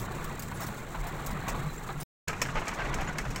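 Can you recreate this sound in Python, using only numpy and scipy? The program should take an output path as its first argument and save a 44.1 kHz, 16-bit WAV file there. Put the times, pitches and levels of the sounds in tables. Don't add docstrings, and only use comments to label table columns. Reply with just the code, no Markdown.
import sys
import numpy as np
from scipy import signal
from scipy.fft import rfft, irfft
from scipy.io import wavfile

SR = 44100
rng = np.random.default_rng(int(sys.argv[2]) if len(sys.argv) > 2 else 0)


def file_out(sig):
    cols = np.atleast_2d(sig).T
    lim = np.clip(cols, -1, 1)
    pcm = np.round(lim * 32767).astype(np.int16)
    wavfile.write(sys.argv[1], SR, pcm)


N = 149940
TIME = np.arange(N) / SR
BREAK_FROM_S, BREAK_TO_S = 2.034, 2.274
CUTOFF_HZ = 15900
STRIKE_S = 0.0016
CLINK_T60_S = .024

# frequency in Hz, relative density in dB.
METAL_COLOUR = [(800, -15.5), (2400, 5), (3500, -7.5), (4600, -5), (5500, -0.5), (6600, 1.5), (8000, -1),
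                (9300, -12), (16000, -14)]


def from_db(db):
    return 10 ** (np.asarray(db) / 20)


def rms_one(x):
    return x / np.sqrt(np.mean(x ** 2) + 1e-20)


def noise():
    return rng.standard_normal(N)


def level(rows):
    return from_db(np.interp(TIME, *np.transpose(rows)))


def drift(rate_hz):
    step = 40
    pole = np.exp(-2 * np.pi * rate_hz * step / SR)
    settling = 2000
    raw = rng.standard_normal(N // step + 2 + settling)
    slow = signal.lfilter([1], [1, -2 * pole, pole * pole], raw)[settling:]
    return np.interp(np.arange(N) / step, np.arange(len(slow)), rms_one(slow))


def colour(x, spectrum, size=8192):
    hz, db = np.transpose(spectrum)
    octave = np.log2(np.maximum(np.arange(size // 2 + 1) * SR / size, 1))
    outside = np.abs(octave - np.clip(octave, np.log2(hz[0]), np.log2(hz[-1])))
    gain = from_db(np.interp(octave, np.log2(hz), db) - 12 * outside)
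    cepstrum = irfft(np.log(gain))
    cepstrum[1:size // 2] *= 2
    cepstrum[size // 2 + 1:] = 0
    response = irfft(np.exp(rfft(cepstrum)))
    return signal.fftconvolve(x, response / np.linalg.norm(response))[:N]


def ring(x, modes):
    t = TIME[:SR // 2]
    response = np.zeros(len(t))
    for hz, db, t60 in modes:
        response += from_db(db - 60 * t / t60) * np.sin(2 * np.pi * hz * t)
    return signal.fftconvolve(x, response / np.linalg.norm(response))[:N]


def grains(rate, spread_db):
    sizes = from_db(spread_db * np.minimum(rng.exponential(1, N), 4))
    signs = rng.choice([-1, 1], N)
    touching = rng.random(N) < rate / SR
    return rms_one(sizes * signs * touching)


def scatter(contacts, top_hz, t60, count):
    dealt = rng.integers(0, count, N)
    pitches = (np.arange(count) + rng.uniform(.2, .8, count)) * top_hz / count
    r = from_db(-60 / (t60 * SR))
    out = np.zeros(N)
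    for k, w in enumerate(2 * np.pi * pitches / SR):
        share = contacts * (dealt == k) + 1e-18
        out += signal.lfilter([1, -r * np.cos(w)], [1, -2 * r * np.cos(w), r * r], share)
    return out * np.sqrt(2 * (1 - r * r))


def since_blow(s):
    return np.clip(TIME - s, 0, 1)


def chatter(rows, t60, strike_db, tail_db, tail_t60, linger=0):
    power = np.zeros(N)
    for s, db, length in rows:
        after = since_blow(s + length)
        decay = from_db(-60 * after / (t60 + linger * length))
        tail = from_db(tail_db - 60 * after / tail_t60)
        strike = from_db(strike_db) * np.exp(-since_blow(s) / STRIKE_S)
        power += (from_db(db) * (TIME >= s) * (decay + tail + strike)) ** 2
    return np.sqrt(power)


def swell(s, length):
    return np.exp(-np.minimum((2 * (TIME - s) / length) ** 2, 50))


def inside(outer, inner):
    return np.where(TIME < BREAK_TO_S, outer, inner)


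def tyres():
    # time in seconds, level in dB.
    rolling = [(0, -48), (.3, -46.5), (.47, -52.5), (.62, -48), (.9, -51.5), (1.15, -47.5), (1.6, -45.5),
               (1.75, -51.5), (2.5, -49), (2.9, -44), (3.14, -48), (3.4, -49)]
    # frequency in Hz, relative density in dB.
    grind_colour = [(250, 3), (350, 5.5), (500, 1), (750, 2), (1200, 2.5), (1600, -1.5), (2200, -5),
                    (3000, -13.5), (3900, -14), (5000, -22.5)]
    # frequency in Hz, relative density in dB.
    grit_colour = [(2500, -26), (3900, -3), (5000, -8), (7600, 2.5), (9200, -8.5), (12000, -12),
                   (15500, -4)]
    contacts = grains(rate=3600, spread_db=1.5)
    chassis = scatter(contacts, top_hz=4568, t60=.038, count=60)
    grind = level(rolling) * colour(chassis + from_db(-25.5) * contacts, grind_colour)
    crackle = grains(rate=5000, spread_db=3.5) * from_db(2.73 * drift(40))
    grit_outside = from_db(-54.5) * colour(crackle, grit_colour)
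    grit_inside = from_db(-54) * colour(crackle, METAL_COLOUR)
    return grind + inside(grit_outside, grit_inside)


def body():
    # deepest moment in seconds, length in s, added level in dB.
    ruts = [(0.22, 0.11, -43), (1.02, 0.05, -32.5), (1.487, 0.46, -42.5), (2.589, 0.065, -32),
            (2.94, 0.21, -32), (3.233, 0.22, -41.5)]
    # time in seconds, gain in dB.
    booming = [(0, -40.5), (.47, -42.5), (.7, -42.5), (.87, -45.5), (1.58, -39.5), (1.8, -45.5),
               (2.57, -39.5), (2.78, -45.5), (2.95, -39), (3.4, -42.5)]
    # frequency in Hz, relative density in dB.
    sway_colour = [(10, -10.5), (38, -6.5), (70, -26.5), (150, -45)]
    # frequency in Hz, relative density in dB.
    boom_colour = [(50, -15.5), (95, -4.5), (118, -7.5), (138, -3), (215, -8.5), (255, -17.5), (500, -40.5)]
    rocking = from_db(-43.5) + sum(from_db(db) * swell(s, length) for s, length, db in ruts)
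    sway = rocking * colour(noise(), sway_colour)
    broad_boom = from_db(-1) * colour(noise(), boom_colour)
    resonance_hz, resonance_t60_s = 140.8, 0.14
    ringing_boom = from_db(-4) * rms_one(ring(noise(), [(resonance_hz, 0, resonance_t60_s)]))
    return sway + level(booming) * (broad_boom + ringing_boom)


def thuds():
    # centre in seconds, pitch at the centre in Hz before a slight random drift, peak level in dB.
    drops = [(.01, 123, -34), (.705, 205.5, -39.5), (1.005, 139.7, -37), (1.29, 134, -37),
             (1.335, 204, -37), (1.372, 149.8, -36.5), (1.577, 151.3, -36.5), (1.68, 145.7, -30.5),
             (1.98, 138.8, -35.5), (2.915, 134.7, -35), (3.284, 129, -35)]
    length_s, sag_hz_per_s = .06, 280
    out = np.zeros(N)
    for s, hz, db in drops:
        sag = sag_hz_per_s * np.clip(TIME - s, -length_s, length_s)
        pitch = hz - sag + 5 * drift(26)
        out += from_db(db) * swell(s, length_s) * np.sin(2 * np.pi * np.cumsum(pitch) / SR)
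    return out


def panels():
    # start in seconds, relative level in dB, length of the chatter in s, mean panel pitch in Hz.
    knocks = [(0.514, -36.5, 0.0049, 981), (0.615, -37.5, 0.019, 812), (0.684, -38, 0.0035, 1501),
              (0.945, -35, 0.011, 934), (1.03, -38.5, 0.045, 700), (1.302, -37, 0.0032, 1092),
              (1.477, -31.5, 0.016, 1106), (1.543, -33.5, 0.007, 1076), (1.889, -34, 0.013, 775),
              (2.278, -32, 0.022, 1286), (2.33, -31.5, 0.0018, 2417), (2.416, -25, 0.0037, 2446),
              (2.453, -35.5, 0.0076, 586), (2.487, -36, 0.008, 1232), (2.555, -31.5, 0.018, 1222),
              (2.573, -29.5, 0.011, 886), (2.616, -35.5, 0.011, 888), (2.67, -34, 0.022, 1260),
              (2.714, -32, 0.011, 947), (2.787, -32.5, 0.037, 1577), (2.85, -33, 0.012, 586),
              (2.931, -33.5, 0.008, 963), (2.986, -33.5, 0.036, 776), (3.072, -34, 0.024, 1467),
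              (3.152, -39, 0.0047, 594), (3.184, -28.5, 0.0032, 2142), (3.252, -36, 0.0071, 587),
              (3.353, -37.5, 0.019, 1030)]
    # frequency in Hz, relative density in dB.
    colour_outside = [(100, -5.5), (300, -2), (500, -3.5), (780, 2.5), (1250, 1.5), (2300, -8.5),
                      (3000, -16.5), (4000, -4.5), (5500, -35.5)]
    # frequency in Hz, relative density in dB.
    colour_inside = [(250, -8), (580, 3.5), (1200, 2.5), (1700, 3.5), (2500, -0.5), (3200, -7.5),
                     (7000, -13.5), (9500, -55)]
    crunch = rms_one(from_db(1.4 * drift(150)))
    blows = chatter([row[:3] for row in knocks], t60=.08, strike_db=1, tail_db=-21.5, tail_t60=.18)
    force = grains(rate=3400, spread_db=2.5) * crunch * blows
    sound = from_db(-11.5) * force + from_db(-14) * scatter(force, top_hz=3300, t60=0.028, count=28)
    hollow = np.zeros(N)
    hollow_t60_s, waver = 0.064, 0.0148
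    for s, db, length, hz in knocks:
        onset = 1 - np.exp(-since_blow(s) / STRIKE_S)
        swing = onset * from_db(db - 60 * since_blow(s + length) / hollow_t60_s)
        wavering_time = np.cumsum(1 + waver * drift(150)) / SR
        hollow += swing * np.sin(2 * np.pi * hz * wavering_time)
    return inside(colour(sound, colour_outside), colour(sound, colour_inside)) + from_db(-4.5) * hollow


def fittings():
    # start in seconds, relative level in dB, length of the chatter in s.
    clacks = [(1.481, -41, 0.014), (2.282, -29, 0.0017), (2.331, -48, .001), (2.416, -28.5, 0.0058),
              (2.681, -36.5, 0.0051), (2.941, -35, 0.0025), (3.011, -44.5, 0.0041), (3.183, -34, 0.0031),
              (3.303, -47, 0.0091), (3.36, -33, 0.0015)]
    # frequency in Hz, relative level in dB, decay by 60 dB in s.
    fitting_modes = [(5420, -2, 0.051), (5600, 0.5, 0.06), (6450, -3.5, 0.055)]
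    blows = chatter(clacks, t60=0.0062, strike_db=-10, tail_db=-10.5, tail_t60=0.18, linger=5)
    force = grains(rate=7000, spread_db=1.5) * blows
    clinks = scatter(force, top_hz=CUTOFF_HZ, t60=CLINK_T60_S, count=60)
    sound = from_db(-5.5) * force + from_db(-6.5) * clinks
    return colour(sound, METAL_COLOUR) + from_db(-12.5) * ring(force, fitting_modes)


def small_parts():
    # start in seconds, relative level in dB, length of the jingling in s.
    jingles = [(0, -44.5, 0.025), (.243, -42, 0.0047), (.395, -39.5, 0.0033), (.422, -41.5, 0.0095),
               (.605, -42, .04), (.666, -42, 0.015), (1.069, -42.5, 0.011), (1.262, -37.5, 0.0092),
               (1.308, -46, 0.0069), (1.483, -39, 0.0078), (2.002, -43, 0.037)]
    # centre in seconds, mean pitch in Hz, peak level in dB, length in s.
    squeak_rows = [(0.552, 10080, -50.5, .025), (0.632, 5400, -48, .03), (1.7, 4020, -51, 0.047),
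                   (1.782, 7370, -41, 0.0085), (2.01, 9600, -42.5, 0.015), (3.084, 7020, -40, 0.015)]
    # frequency in Hz, relative density in dB.
    clink_colour = [(1500, -1), (3800, -4), (7500, 3), (9500, -5), (12000, -5), (15500, 3.5)]
    bumps = chatter(jingles, t60=0.064, strike_db=2.5, tail_db=-34.5, tail_t60=.15)
    rattle = from_db(-60.5 + 6.1 * np.minimum(drift(11), 1)) * inside(0.6, 0.24)
    force = grains(rate=2000, spread_db=1.0) * (bumps + rattle)
    ringing = scatter(force, top_hz=CUTOFF_HZ, t60=CLINK_T60_S, count=60)
    clinks = from_db(-6.5) * force + from_db(-6.0) * ringing
    wavering_time = TIME + np.cumsum(0.013 * drift(250)) / SR
    squeaks = np.zeros(N)
    for s, hz, db, length in squeak_rows:
        squeaks += from_db(db) * swell(s, length) * np.sin(2 * np.pi * hz * wavering_time)
    return colour(clinks, clink_colour) + squeaks


def scene():
    return (tyres() + body() + thuds() + panels() + fittings() + small_parts())[None]


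def record(dry):
    outside_break_s = np.maximum(BREAK_FROM_S - TIME, TIME - BREAK_TO_S)
    running = np.clip(outside_break_s / .002, 0, 1)
    low_pass = signal.ellip(12, .1, 80, CUTOFF_HZ, fs=SR, output="sos")
    return signal.sosfilt(low_pass, dry * running)


dry = scene()
out = record(dry)
file_out(out)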